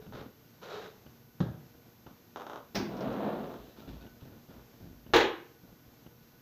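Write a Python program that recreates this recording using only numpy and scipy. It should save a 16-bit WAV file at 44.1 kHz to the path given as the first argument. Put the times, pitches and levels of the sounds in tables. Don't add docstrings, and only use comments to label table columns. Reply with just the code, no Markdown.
import sys
import numpy as np
from scipy import signal
from scipy.fft import rfft, irfft
from scipy.io import wavfile
from scipy.ndimage import uniform_filter1d

SR = 44100
rng = np.random.default_rng(int(sys.argv[2]) if len(sys.argv) > 2 else 0)


def inscribe(sig):
    pcm = np.round(np.clip(np.atleast_2d(sig).T, -1, 1) * 32767)
    wavfile.write(sys.argv[1], SR, pcm.astype(np.int16))


def undo_db(level):
    steps = np.asarray(level, float) / 20
    return 10 ** steps


N = 282703


def evened(x):
    return x / np.sqrt(np.mean(x ** 2) + 1e-20)


def read(points, hz):
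    f, value = np.transpose(points)
    return np.interp(np.log(hz + 1), np.log(f + 1), value)


def highpass(x, order, cutoff_hz):
    return signal.sosfilt(signal.butter(order, cutoff_hz, "high", fs=SR, output="sos"), x)


def colour(x, points, size=4096, even=True):
    gain_db = read(points, abs(np.fft.fftfreq(size, 1 / SR)))
    log_gain = np.log(undo_db(np.maximum(gain_db, -140)))
    taps = np.fft.ifft(np.exp(np.conj(signal.hilbert(log_gain)))).real[:size // 2]
    return signal.oaconvolve(x, taps / np.linalg.norm(taps) ** even)[:len(x)]


def resonate(x, hz, width_hz):
    r = np.exp(-np.pi * width_hz / SR)
    return 2 * signal.lfilter([1 - r], [1, -r * np.exp(2j * np.pi * hz / SR)], x).real


def ring(x, modes):
    t = np.arange(SR // 2) / SR
    response = sum(undo_db(db - 60 * t / t60) * np.sin(2 * np.pi * hz * t) for hz, db, t60 in modes)
    return signal.oaconvolve(x, response)[:N]


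def blows(rows, echo_s=0., echo=0.):
    x = np.zeros(N + SR)
    for s, db in rows:
        x[round(s * SR)] += undo_db(db)
        x[round((s + echo_s) * SR)] += echo * undo_db(db)
    return x[:N]


def crunch(x, length_s):
    flurry = rfft(rng.standard_normal(2048) * np.exp(-np.arange(2048) / SR / length_s))
    return signal.oaconvolve(x, irfft(flurry / abs(flurry))[:1024])[:N]


def strokes(rows, rise_s, sag_db_per_s, lift_db_per_s):
    t, power = np.arange(N) / SR, np.zeros((2, N))
    for start_s, hold_s, level_db, *bright_db in rows:
        part = slice(round(start_s * SR), round((start_s + hold_s + .5) * SR))
        u = t[part] - start_s
        shape_db = level_db - sag_db_per_s * np.clip(u, 0, hold_s) - lift_db_per_s * np.maximum(u - hold_s, 0)
        bright = undo_db([[0], [sum(bright_db)]])
        power[:, part] += (np.clip(u / rise_s, 0, 1) * undo_db(shape_db) * bright) ** 2
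    return np.sqrt(power)


def rub(gains, per_s, spread_db, points, pivot_hz):
    sizes = undo_db(spread_db * np.minimum(rng.exponential(1, N), 4))
    clicks = sizes * rng.standard_normal(N) * (rng.random(N) < per_s / SR)
    body = evened(colour(clicks, points))
    high = highpass(body, 2, pivot_hz)
    return gains[0] * (body - high) + gains[1] * high


# pitch_hz, t60_s
ROOM_DECAY = [(60, 0.39), (160, 0.75), (420, 0.54), (1100, 0.59), (2910, 0.54), (7680, 0.32)]


def room(x, wet_db, dying=0.74, build_s=0.0012, early_db=-2.0):
    hz, t, z = signal.stft(rng.standard_normal(SR), SR, nperseg=256)
    decay = undo_db(-60 * t / (dying * read(ROOM_DECAY, hz)[:, None]))
    tail = signal.istft(z * decay, SR, nperseg=256)[1][:SR]
    t = np.arange(SR) / SR
    tail *= 1 - np.exp(-t / build_s)
    tail *= 1 + undo_db(early_db) * np.exp(-t / 0.0068)
    tail *= undo_db(wet_db) / np.linalg.norm(tail)
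    tail[0] = 1
    whole = rfft(tail)
    whole *= np.linalg.norm(tail) / np.sqrt(uniform_filter1d(abs(whole) ** 2, size=70))
    return signal.oaconvolve(x, irfft(whole)[:SR // 2])[:N]


# pitch_hz, level_db_per_hz
AIR_TONE = [(12, -42), (20, -12.5), (71, -8), (134, 0), (195, -4.5), (293, -4), (397, -9.5), (462, -14.5),
            (524, -12.5), (893, -15.5), (1480, -20), (1680, -20.5), (3090, -23.5), (6430, -23.5),
            (8500, -40), (11000, -65), (18700, -120)]
# pitch_hz, width_hz, level_db
DRONE = [(118.6, 8.3, -70), (232.6, 6.4, -70), (470, 29, -73.5), (1480, 28, -78.5)]


def hush():
    air = rng.standard_normal(N)
    swell_db = 0.7 * evened(uniform_filter1d(rng.standard_normal(N), 6000))
    drone = sum(undo_db(db) * evened(resonate(resonate(air[::-1], hz, w), hz, w)) for hz, w, db in DRONE)
    return undo_db(-60.5 + swell_db) * evened(colour(air, AIR_TONE)) + drone


# start_s, level_db
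TICKS = [(.0635, -42), (1.0635, -41), (2.0635, -40), (3.0735, -38), (4.0645, -41), (5.064, -42),
         (6.0635, -41)]
# pitch_hz, level_db_per_hz
CASE_TONE = [(20, -39.5), (60, 2), (180, 3.5), (330, -1.5), (600, -10), (900, -18.5), (1500, -54),
             (4000, -67)]
# pitch_hz, level_db_per_hz
PAWL_TONE = [(200, -31), (500, 9), (1000, 7.5), (1600, 7), (2100, -26), (3700, -7), (5000, -35),
             (8000, -71)]


def clock():
    kicks = -undo_db(17.0) * colour(blows(TICKS, echo_s=0.01046, echo=-0.85), CASE_TONE)
    pawl = colour(blows(TICKS, echo_s=.0045, echo=.4), PAWL_TONE)
    clicks = -undo_db(5) * np.roll(pawl, round(.003 * SR))
    steel = ring(crunch(blows(TICKS), 0.0048), [(2840, -17, .012), (3000, -14.5, 0.015)])
    return room(kicks + clicks + steel, -12.0)


# start_s, hold_s, level_db, brightness_db
SCUFFS = [
    (0.0, 0.043, -56.5, -0.5),
    (0.122, 0.092, -44.5, -3),
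    (0.612, 0.13, -44.5, -0.5),
    (0.69, .17, -42.5, -0.5),
    (4.49, 0.1, -57.5, -8),
]
# pitch_hz, level_db_per_hz
SOLE_TONE = [(35, -57), (60, -46), (178, -8.5), (296, -17.5), (428, -3.5), (672, -9.5), (1270, -13),
             (2250, -21.5), (3830, -21), (6790, -32.5), (8000, -45), (10400, -77), (17600, -120)]
# pitch_hz, width_hz, level_db
BOARD = [(413, 55, -2.5), (1420, 230, -10.5), (3800, 450, -8.5)]
# start_s, hold_s, level_db
RUSTLES = [(3.76, 0.047, -60.5), (3.872, 0.012, -57), (3.92, 0.11, -66), (4.2, 0.02, -64.5),
           (4.48, .06, -70)]
# pitch_hz, level_db_per_hz
CLOTH_TONE = [(530, -33), (900, 2.5), (977, -0.5), (1890, -10), (2030, -19), (2440, -6.5), (3580, -6),
              (8000, -26), (10400, -56), (17600, -120)]


def scuffs():
    drag = strokes(SCUFFS, rise_s=0.016, sag_db_per_s=15.5, lift_db_per_s=255)
    sole = rub(drag, 9000, 2.6, SOLE_TONE, 1300)
    floor = 0.55 * sole + sum(undo_db(db) * resonate(sole, hz, w) for hz, w, db in BOARD)
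    brushing = strokes(RUSTLES, rise_s=0.0095, sag_db_per_s=0, lift_db_per_s=250)
    return room(floor + rub(brushing, 6000, 3.0, CLOTH_TONE, 3000), -5.5)


# start_s, level_db
HEEL = [
    (1.4035, -24.5),
    (1.4095, -24),
]
# pitch_hz, level_db_per_hz
HEEL_TONE = [(41, -43), (70, -6.5), (185, -6.5), (322, -10.5), (489, -17), (741, -20.5), (786, -22.5),
             (1340, -26), (1700, -29), (2300, -44.5), (3840, -34.5), (4500, -45.5), (6560, -48.5),
             (8000, -66), (10400, -99), (17600, -120)]
# pitch_hz, level_db, t60_s
JOISTS = [(115.5, -7, 0.29), (149, -3.5, 0.082), (171.3, 0.5, 0.079), (237, -20, 0.17), (403, -29, .15),
          (750, -24, .12)]


def heel():
    edge = room(undo_db(22) * colour(crunch(blows(HEEL[:1]), 0.0073), HEEL_TONE), 0.81, 0.93, early_db=2.0)
    joists = room(ring(uniform_filter1d(blows(HEEL), size=50), JOISTS), -7.5, 0.45)
    return highpass(edge - undo_db(1.0) * joists, 3, 65)


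# start_s, level_db
SLIPS = [(2.36, -26), (2.372, -30.5), (2.382, -54), (2.399, -32.5), (2.409, -32.5), (2.419, -30.5),
         (2.467, -28), (2.498, -29), (2.505, -37), (2.517, -35), (2.533, -29.5), (2.559, -29), (2.564, -48),
         (2.575, -36.5)]
# start_s, level_db
CATCHES = [(0.1242, -37), (.617, -54), (2.0686, -39), (3.5405, -35)]
# pitch_hz, level_db_per_hz
HANDLE_TONE = [(60, -59), (120, -20.5), (240, 3), (500, 2), (840, 0), (1400, -4), (1750, -10), (2300, -21),
               (3000, -17.5), (3900, -17), (4800, -28), (6600, -26.5), (8000, -39), (11000, -96)]
# start_s, level_db
SNAPS = [
    (2.747, -33),
    (2.753, -20.5),
    (2.759, -46),
    (2.766, -44),
]
# pitch_hz, level_db_per_hz
SNAP_TONE = [(290, -21), (500, -3.5), (616, -2.5), (795, -2), (1110, -15), (1470, -9), (2370, -11),
             (3240, -15.5), (5580, -10.5), (8000, -39), (10400, -74), (17600, -120)]
# start_s, level_db
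THUDS = [
    (2.747, -27),
    (2.767, -23),
    (2.797, -30.5),
]
# pitch_hz, level_db_per_hz
THUD_TONE = [(24, -44), (40, -22.5), (222, 4.5), (301, -5.5), (389, 2.5), (560, -19), (793, -17),
             (1110, -18), (1500, -26), (1950, -27), (3300, -120)]


def latch():
    slips = room(undo_db(12) * colour(crunch(blows(SLIPS + CATCHES), 0.00054), HANDLE_TONE), 0.71, 0.6, early_db=1.0)
    snap = room(undo_db(10.5) * colour(crunch(blows(SNAPS), 0.0044), SNAP_TONE), 7.6, 0.89, early_db=7)
    thud = room(undo_db(16) * colour(crunch(blows(THUDS), 0.0063), THUD_TONE), 7.5, 1.0)
    return slips + snap + thud


# start_s, level_db
ROLL = [
    (2.8, -55),
    (2.9, -46.5),
    (3.01, -35.5),
    (3.28, -35),
    (3.47, -42.5),
    (3.6, -53.5),
    (3.75, -60.5),
]
# pitch_hz, level_db_per_hz
PANEL_TONE = [(20, -40), (70, -25), (140, -6.5), (250, 1.5), (380, -4), (500, -5), (600, -5), (720, -7.5),
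              (900, -13.5), (1350, -19), (2100, -31.5), (4000, -32), (5000, -45), (8000, -53), (11000, -99)]
# start_s, level_db
GRIT = [(2.9677, -35), (3.0071, -30.5), (3.1283, -38), (3.3393, -70), (3.8766, -54)]
# start_s, hold_s, level_db, brightness_db
SEAL = [
    (2.746, .006, -49, -8),
    (3.77, .06, -72, 0),
]
# pitch_hz, level_db_per_hz
SEAL_TONE = [(7000, -75), (8500, -19), (11000, -17), (12500, -11), (13800, -15), (14800, 4), (15800, -13)]


def door():
    full_speed_db, slow_shine = -41.5, 0.81
    slower_db = full_speed_db - np.interp(np.arange(N) / SR, *np.transpose(ROLL), -300, -300)
    gains = undo_db(full_speed_db - slower_db * [[1], [1 - slow_shine]])
    rolling = room(rub(gains, 3000, 2.1, PANEL_TONE, 2340), -4)
    grit = room(undo_db(4.0) * colour(crunch(blows(GRIT), 0.002), SNAP_TONE), 3.0, 0.44)
    seal = undo_db(-72 - .25 * slower_db) + strokes(SEAL, rise_s=.004, sag_db_per_s=0, lift_db_per_s=260)
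    return rolling + grit + rub(seal, 20000, 1.5, SEAL_TONE, 12000)


# start_s, hold_s, level_db, brightness_db
TREADS = [(0.0, .03, -57, -13), (.064, 0.05, -50, -16), (.125, 0.15, -50, 2), (1.74, 0.024, -58, 4.5),
          (1.85, .02, -60, 8), (2.1, 0.014, -59.5, 7), (2.18, 0.018, -69, 1), (2.25, 0.018, -70, 2),
          (3.76, 0.12, -56.5, 8), (3.874, 0.12, -51, 3.5), (4.0, 0.052, -53.5, 6.5), (4.14, 0.039, -62, 5),
          (4.24, 0.17, -54.5, 4.5), (4.48, 0.12, -56.5, 6), (4.72, 0.021, -57.5, 2.5),
          (4.8, 0.13, -50, -1.5), (5.06, 0.098, -55, 4), (5.62, 0.11, -55.5, 0), (5.86, 0.017, -57, -9),
          (5.96, .05, -69, -3)]
# pitch_hz, level_db_per_hz
DECK_TONE = [(41, -14), (70, -2), (163, -2.5), (245, -1), (414, -14), (665, -16.5), (1180, -36.5),
             (1420, -24.5), (1660, -32), (2530, -41), (4000, -37), (5200, -49), (8800, -120)]
# start_s, level_db
STEPS = [
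    (3.878, -27),
    (4.012, -52),
    (4.221, -34),
    (4.489, -32.5),
    (4.81, -46),
]
# start_s, level_db, pitch_hz, t60_s
PINGS = [(0.0, -41, 434, 0.068), (3.82, -63, 1355, 0.43), (4.012, -59, 1480, 0.24),
         (4.015, -64, 2600, 0.15), (4.012, -69, 3800, .1), (4.012, -64, 4530, 0.084),
         (4.075, -59, 1497, 0.33), (4.227, -40, 130, 0.11), (4.254, -46, 160, .08)]


def deck():
    t = np.arange(N) / SR
    pings = sum(undo_db(db - 60 * abs(t - s) / t60) * (t > s) * np.sin(2 * np.pi * hz * t)
                for s, db, hz, t60 in PINGS)
    weight = strokes(TREADS, rise_s=0.011, sag_db_per_s=12, lift_db_per_s=400)
    flex = rub(weight, 600, 1.1, DECK_TONE, 230)
    return flex + room(undo_db(7) * colour(blows(STEPS), DECK_TONE), 6.5, 1.0) + pings


# start_s, hold_s, level_db
BOOMS = [(2.76, .08, -51), (2.9, 0.086, -55), (3.06, .06, -58), (3.35, 0.14, -61), (3.58, 0.034, -56),
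         (3.875, .21, -51.5), (4.53, 0.17, -57), (4.82, 0.19, -53.5), (5.06, .03, -57), (5.135, .05, -44)]


def boom():
    hz, width_hz = 54.8, 11
    shake = evened(resonate(resonate(rng.standard_normal(N), hz, width_hz), hz, width_hz))
    return shake * strokes(BOOMS, rise_s=0.02, sag_db_per_s=15, lift_db_per_s=202)[0]


# start_s, level_db
KNOCK = [
    (5.1355, -11),
    (5.144, -20.5),
    (5.152, -33.5),
    (5.161, -13.5),
    (5.2, -19.5),
]
# pitch_hz, level_db_per_hz
KNOCK_TONE = [(18, -68), (30, -28), (71, -18.5), (246, -18), (333, -2.5), (462, 0.5), (626, -15),
              (810, -6.5), (976, -10.5), (1750, -12), (2490, -16.5), (3970, -17), (4900, -29), (6640, -31),
              (8000, -48), (10400, -58), (17600, -120)]
# pitch_hz, level_db, t60_s
PANE = [(334, 3, 0.51), (411, 4.5, 0.35), (456.3, 1, 0.7), (687.2, 5.5, 0.43), (852, -0.5, 0.29),
        (1120, -21, 0.33), (1440, -21, 0.26), (1553, -12, 0.71), (1625, -33, 0.28), (2000, -9, 0.17),
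        (2420, -24, 0.3), (2460, -18, 0.31), (2600, -12, 0.19), (2778, -28, 0.5)]


def knock():
    x = crunch(blows(KNOCK), 0.0033)
    blow = room(undo_db(14.5) * colour(x, KNOCK_TONE), 9.87, 0.77, 0.0024, early_db=3.5)
    return blow + undo_db(-19.5) * room(ring(x, PANE), -26)


def scene():
    indoors = hush() + clock() + scuffs() + heel()
    way_out = latch() + door() + deck() + boom()
    return (indoors + way_out + knock())[None]


# pitch_hz, level_db
RASP_TONE = [(7000, -64), (8000, -28), (10000, -12), (13000, -14), (15000, 0), (15800, -32)]


def rasp(x):
    load = uniform_filter1d(abs(highpass(x, 2, 350)), size=60)
    return colour(load ** 1.77 * rng.standard_normal(N), RASP_TONE, even=False)


# pitch_hz, level_db
HISS_TONE = [(7000, -130), (8000, -90.5), (11000, -87.5), (14000, -86.5), (15000, -72), (15800, -101)]
# pitch_hz, level_db
WHINE = (12695.4, -70.5)


def electronics():
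    hiss = undo_db(12) * colour(rng.standard_normal(N), HISS_TONE, even=False)
    hz, level_db = WHINE
    return hiss + undo_db(level_db) * np.sqrt(2) * np.sin(2 * np.pi * hz * np.arange(N) / SR)


def roll_off(x):
    return signal.sosfilt(signal.butter(12, 16800, fs=SR, output="sos"), x)


def record(dry):
    heard = dry + rasp(dry[0]) + electronics()
    edge = signal.firwin(511, 15600, window=("kaiser", 9), fs=SR)[None]
    return roll_off(signal.oaconvolve(heard, edge, "same"))


dry = scene()
out = record(dry)
inscribe(out)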